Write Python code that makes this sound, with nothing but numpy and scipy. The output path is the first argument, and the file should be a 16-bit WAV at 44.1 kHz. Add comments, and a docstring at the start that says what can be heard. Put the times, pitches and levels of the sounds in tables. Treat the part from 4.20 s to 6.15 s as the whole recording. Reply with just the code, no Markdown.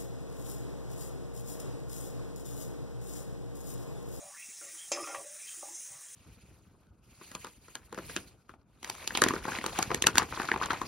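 """Frying oil fizzes throughout: hiss plus tiny bubble bursts, with a restless treble over a steadier low part.
Potato sticks cook in an iron wok while a slotted metal skimmer stirs them.
Food nudges single modes of the metal; the skimmer's slides drive all modes with random slips,
and its knocks set them off together. Soft low bumps of swelling noise come through the stove."""
import sys
import numpy as np
from scipy import signal
from scipy.io import wavfile
from scipy.ndimage import uniform_filter1d

SR = 44100
rng = np.random.default_rng(int(sys.argv[2]) if len(sys.argv) > 2 else 0)


def pcm_store(signal):
    """Save signal as 16-bit PCM."""
    levels = np.round(np.clip(np.atleast_2d(signal), -1, 1) * 32767)
    wavfile.write(sys.argv[1], SR, levels.astype(np.int16).T)


def volts_from_db(level):
    """Convert decibel levels to linear amplitude ratios."""
    exponent = np.asarray(level, float) / 20
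    return 10 ** exponent


N = 85995

# modes of wok and skimmer: frequency [Hz]
METAL_HZ = [337, 440, 558, 590, 669, 785, 834, 975, 1125, 1190, 1258, 1385, 1530, 1690, 1770, 1840, 1935,
            2125, 2405, 2530, 2690, 2830, 3150, 3340, 3700, 3985, 4570, 4810, 5120, 5187, 5500, 5789, 5950,
            6222, 6475, 6610, 6975, 7351, 7396, 10932]


def evened(x):
    """Scales to rms 1."""
    return x / np.sqrt(np.mean(x ** 2) + 1e-20)


def add(mix, start_s, sound):
    """Mixes a sound in at start_s, cut at the end of the mix."""
    part = mix[round(start_s * SR):][:len(sound)]
    part += sound[:len(part)]


def clicks(per_s, spread_db, size):
    """Random clicks of either sign; their dB offsets are exponentially distributed, up to 5 spreads."""
    when = rng.random(size)
    offset = np.minimum(rng.exponential(1, size), 5)
    sign = rng.choice([-1, 1], size)
    return (when < per_s / SR) * sign * volts_from_db(spread_db * offset)


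def octave_bell(x, time_s, centre_hz, spread_oct):
    """Keeps a bell-shaped range of octaves round a centre that may move in time."""
    hz, t, z = signal.stft(x, SR, nperseg=1024, noverlap=896)
    off = np.log2((hz[:, None] + 1) / np.interp(t, time_s, centre_hz)) / spread_oct
    return signal.istft(z * np.exp(-off ** 2 / 2), nperseg=1024, noverlap=896)[1][:len(x)]


def resonate(x, hz, width_hz):
    """A resonance of gain 1: shift hz down to zero, smooth with one pole, shift back."""
    turn = np.exp(2j * np.pi * np.cumsum(hz * np.ones(len(x))) / SR)
    r = np.exp(-np.pi * width_hz / SR)
    return 2 * (turn * signal.lfilter([1 - r], [1, -r], x / turn + 1e-18)).real


def ring(weight):
    """All modes of the metal set off at once as decaying sines, each with its weight."""
    # decay of each mode, in the order of METAL_HZ: (level [dB], t60 [s])
    metal_ring = [(4.5, 0.065), (-4.5, 0.061), (3.5, 0.061), (1.5, 0.061), (-10.5, 0.45), (-0.5, 0.075),
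                  (-9, 0.13), (-7, 0.17), (4.5, 0.046), (-6, 0.18), (-11.5, 0.25), (-9.5, 0.16),
                  (-3, 0.026), (-19, 0.14), (-8.5, 0.11), (-8.5, 0.097), (1, 0.061), (-4, 0.066),
                  (1, 0.042), (0.5, 0.047), (-5.5, 0.083), (-9, 0.067), (-6.5, 0.091), (-5, 0.051),
                  (-23, 0.34), (-13, 0.15), (-4.5, 0.054), (-4, 0.044), (-9.5, 0.35), (1, 0.066),
                  (-30, 0.026), (-4.5, 0.17), (-11, 0.12), (7.5, 0.038), (-3.5, 0.19), (4.5, 0.054),
                  (-24, 0.14), (5.5, 0.13), (-19, 0.059), (0.5, 0.12)]
    hz = np.c_[METAL_HZ]
    db, t60_s = np.transpose(metal_ring)[:, :, None]
    t = np.arange(SR // 3) / SR
    modes = volts_from_db(db - 60 * t / t60_s) * np.sin(2 * np.pi * hz * t)
    return (weight[:, None] * modes).sum(0)


def bubble_pops():
    """Bubbles bursting in the oil: random clicks ring short, fast-damped sines of 12 pitches."""
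    pops_per_s, pop_spread_db = 2500, -1  # rate over all pitches
    t = np.arange(1, 60) / SR
    pops = np.zeros(N)
    for hz in np.geomspace(1500, 16000, 12):
        burst = np.sin(2 * np.pi * hz * t) * t * np.exp(-t * hz / 0.88) * hz ** 0.5
        pops += signal.oaconvolve(clicks(pops_per_s / 12, pop_spread_db, size=N), burst)[:N]
    return pops


def fizz():
    """Hiss plus bubble pops, patchy and flickering; the treble follows the frying, the low part is steadier."""
    # relative spectrum of the fizz: (frequency [Hz], density [dB per Hz])
    fizz_spectrum = [(25, -48), (60, -24.5), (140, -8.5), (230, -22), (400, -16), (700, -18.5), (1200, -18),
                     (1900, -9), (3030, -16.5), (3900, -12), (4400, -18), (5300, -6.5), (6600, 1.5),
                     (7800, -3), (9000, 2), (10000, -2.5), (11000, -14.5), (12500, -21.5), (14000, -21),
                     (15600, -7)]
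    # treble course before gain_db: (time [s], level [dB])
    fizz_level = [(0, -55.5), (.2, -52), (.5, -50), (.7, -51), (.85, -49.5), (1.05, -53), (1.3, -48.5),
                  (1.55, -50.5), (1.7, -51), (1.8, -53.5), (1.95, -52)]
    gain_db, pop_share = 4, 0.08  # share of power, above 1200 Hz only
    steady_below_hz, steady_db = 1770, -53  # steady_db is before gain_db
    patchy_db, flicker_db = 1.9, 0.6  # rms
    hz, s, z = signal.stft(bubble_pops(), SR, nperseg=512, noverlap=384)
    z /= np.sqrt((abs(z) ** 2).mean(1, keepdims=True)) + 1e-12
    a, b, patches = rng.standard_normal((len(s), len(hz), 3)).T
    share = pop_share * (hz > 1200)[:, None]
    z = np.sqrt(share) * z + np.sqrt((1 - share) / 2) * (a + 1j * b)

    patches = evened(uniform_filter1d(uniform_filter1d(patches, 8, 0), 20, 1))
    flicker = evened(uniform_filter1d(rng.standard_normal(len(s)), 6))
    f, db = np.transpose(fizz_spectrum)
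    shape = volts_from_db(np.interp(np.log(hz + 1), np.log(f + 1), db))[:, None]
    follows = 1 / (1 + (steady_below_hz / (hz + 1)) ** 4)[:, None]
    level_db = follows * np.interp(s, *np.transpose(fizz_level)) + (1 - follows) * steady_db
    shaped_rms = np.sqrt(np.mean(signal.istft(z * shape, nperseg=512, noverlap=384)[1] ** 2))
    z *= shape / shaped_rms * volts_from_db(gain_db + level_db + patchy_db * patches + flicker_db * flicker)
    return signal.istft(z, nperseg=512, noverlap=384)[1][:N]


def nudges():
    """Food shifting against the wok: each mode is now and then set off softly on its own."""
    level_db, centre_hz, spread_oct = -65, 3300, 1.96
    per_s, spread_db, t60_s = 30, 2.5, .07  # rate of each mode
    t = np.arange(SR // 5) / SR
    out = np.zeros(N)
    for hz in METAL_HZ:
        weight = np.exp(-(np.log2(hz / centre_hz) / spread_oct) ** 2 / 2)
        swell = 1 - np.exp(-t / 0.0062)
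        ping = weight * swell * volts_from_db(-60 * t / t60_s) * np.sin(2 * np.pi * hz * t)
        out += signal.oaconvolve(clicks(per_s, spread_db, size=N), ping)[:N]
    return volts_from_db(level_db) * evened(out)


def slide(spread_oct, rows, body):
    """Uneven slips of the edge ring the metal and rasp; the place of contact picks the range that sounds."""
    slips_per_s, slip_spread_db = 3000, 4
    rasp = .3  # plain slips beside the ring
    s, hz, db = np.transpose(rows)
    t = np.arange(s[0] - .1, s[-1], 1 / SR)  # 0.1 s lead-in lets the ring build up
    slips = clicks(slips_per_s, slip_spread_db, size=len(t))
    ringing = signal.oaconvolve(slips, body)[:len(t)]
    sound = evened(octave_bell(ringing, s - t[0], hz, spread_oct))
    sound = sound + rasp * evened(octave_bell(slips, s - t[0], hz, spread_oct))
    sound = sound / np.sqrt(uniform_filter1d(sound ** 2, 1800) + 0.0038)  # even out the level
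    fade = np.clip(np.minimum(t - s[0], s[-1] - t) / 0.0027, 0, 1)
    return s[0], (sound * fade * volts_from_db(np.interp(t, s, db)))[t >= s[0]]


def bump(start_s, level_db, hz, t60_s):
    """A soft dull push: low noise that swells quickly and dies."""
    t = np.arange(0, .2, 1 / SR)
    noise = rng.standard_normal(len(t))
    for _ in range(2):
        noise = resonate(noise, hz, 0.7 * hz)
    swell = 1 - np.exp(-t / 0.017)
    return start_s, evened(noise) * swell * volts_from_db(level_db - 60 * t / t60_s)


def knock(start_s, level_db, centre_hz, spread_oct):
    """Modes near the centre start together, drop quickly, then ring out, with a faint tick of noise."""
    tick_db, tick_s = -7, .003  # tick_s to 1/e
    contact_db, contact_s = 5.5, 0.016  # extra ring that the touching edge damps at once
    off = np.log2(np.divide(METAL_HZ, centre_hz)) / spread_oct
    sound = ring(np.exp(-off ** 2 / 2) * volts_from_db(1.5 * rng.standard_normal(len(off))))
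    t = np.arange(len(sound)) / SR
    noise = octave_bell(rng.standard_normal(len(t)), [0], [centre_hz], spread_oct)
    tick = evened(noise) * np.exp(-t / tick_s)
    sound = sound * volts_from_db(contact_db * np.exp(-t / contact_s))
    sound = sound / np.sqrt(np.mean(sound[:400] ** 2)) + volts_from_db(tick_db) * tick
    rise_s = 0.0012 / np.sqrt(spread_oct)  # narrow knocks start softer
    rise = np.sin(np.pi / 2 * np.minimum(t / rise_s, 1)) ** 2
    return start_s, volts_from_db(level_db) * sound * rise


def radiated(metal):
    """The metal radiates little bass and little top."""
    return signal.sosfilt(signal.butter(4, (274, 11500), "bandpass", fs=SR, output="sos"), metal)


def scene():
    """Oil, nudges, slides, bumps and knocks, the same in both channels."""
    # slides of the skimmer: (spread [octaves], [(time [s], centre of excited range [Hz], level [dB])])
    slide_rows = [(0.24, [(0, 624, -56.5), (.04, 664, -52.5), (.1, 700, -59.5), (.14, 1250, -61.5),
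                  (.19, 2120, -54.5), (.23, 2500, -53.5), (.27, 2470, -64), (.32, 2050, -56.5)]),
                  (0.29, [(0, 1110, -65.5), (.17, 1130, -68)]), (0.074, [(.78, 1204, -44), (.86, 1250, -52),
                  (.9, 1440, -49.5), (1.01, 1110, -59)]), (0.36, [(.41, 440, -60.5), (.45, 507, -60),
                  (.5, 514, -66), (.56, 330, -69), (.585, 350, -79)]), (0.47, [(.41, 1430, -63),
                  (.45, 1960, -63.5), (.5, 2000, -54.5), (.52, 2240, -65.5), (.56, 1550, -59.5),
                  (.6, 1820, -89)]), (.06, [(.577, 3130, -55), (.63, 3220, -55), (.68, 3100, -63)]),
                  (0.54, [(.73, 523, -47), (.79, 504, -41.5), (.83, 453, -46.5), (.86, 386, -59),
                  (.89, 550, -47), (.935, 605, -50), (1.0, 610, -47), (1.02, 640, -54), (1.06, 590, -65)]),
                  (0.77, [(.725, 2440, -40.5), (.8, 1890, -53), (.86, 2560, -55), (.89, 1890, -49.5),
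                  (.94, 2000, -54), (.96, 2200, -46.5), (1.02, 2000, -69), (1.07, 2050, -61)]),
                  (0.45, [(.72, 5200, -32.5), (.775, 4760, -48)]), (0.1, [(.77, 5100, -57),
                  (.835, 5250, -48.5), (.87, 5800, -54.5), (.92, 5640, -49.5), (.96, 5900, -62)]),
                  (0.02, [(1.045, 577, -48.5), (1.11, 593, -59.5), (1.15, 596, -63.5), (1.18, 632, -60),
                  (1.22, 613, -77)]), (0.24, [(1.18, 2050, -62), (1.2, 2330, -58.5), (1.26, 2380, -58),
                  (1.28, 3080, -51), (1.31, 3200, -55), (1.35, 3000, -66)]), (0.2, [(1.37, 337, -65),
                  (1.45, 335, -69), (1.5, 337, -62.5), (1.56, 340, -68.5)]), (0.44, [(1.45, 646, -52),
                  (1.5, 750, -65), (1.59, 885, -73)]), (0.17, [(1.42, 6340, -72), (1.52, 6700, -54),
                  (1.555, 6340, -45), (1.6, 6200, -49.5), (1.68, 6300, -50.5), (1.72, 6340, -79)]),
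                  (1, [(1.68, 755, -69), (1.75, 1300, -61.5), (1.82, 900, -68)])]
    # soft low bumps: (time [s], level [dB], frequency [Hz], t60 [s])
    bump_rows = [(0.035, -57, 139, 0.13), (0.282, -48.5, 241, 0.052), (0.816, -53, 127, 0.094),
                 (0.969, -46.5, 116, 0.084), (1.70, -55, 109, 0.14), (1.742, -58.5, 123, 0.16)]
    # skimmer blows, some exciting several ranges at once:
    # (time [s], level [dB], centre of excited range [Hz], spread [octaves])
    knock_rows = [(0.139, -49.5, 1713, 0.033), (.222, -44.5, 2616, 0.051), (0.41, -49.5, 1480, 0.13),
                  (0.7161, -29, 690, 0.7), (0.719, -35.5, 2760, 0.6), (0.7168, -29, 6240, 0.79),
                  (0.772, -35, 1090, 0.48), (0.838, -40.5, 1300, 0.21), (0.837, -43.5, 2510, 0.074),
                  (.872, -39, 1560, 0.9), (.946, -33, 1280, 0.97), (1.427, -42, 816, 0.047),
                  (1.428, -42.5, 597, 0.051), (1.425, -47, 1180, 0.066), (1.425, -52.5, 340, 0.11),
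                  (1.483, -50.5, 856, 0.054)]
    mix, metal = fizz(), nudges()
    body = ring(rng.choice([-1, 1], len(METAL_HZ)))
    for spread_oct, rows in slide_rows:
        add(metal, *slide(spread_oct, rows, body))
    for row in bump_rows:
        add(mix, *bump(*row))
    for row in knock_rows:
        add(metal, *knock(*row))
    mix = mix + radiated(metal)
    return np.array([mix, mix])


def roll_off(x):
    """The treble ends steeply here."""
    return signal.sosfilt(signal.butter(12, 16780, fs=SR, output="sos"), x)


def record(dry):
    """Low cut and band limit of the finished mix."""
    low_cut_hz, edge_hz = 44, 15650
    dry = signal.sosfilt(signal.butter(2, low_cut_hz, "highpass", fs=SR, output="sos"), dry)
    lowpass = signal.firwin(511, edge_hz, window=("kaiser", 9), fs=SR)
    mix = signal.oaconvolve(dry, lowpass[None], "same")
    return roll_off(mix)


dry = scene()
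out = record(dry)
pcm_store(out)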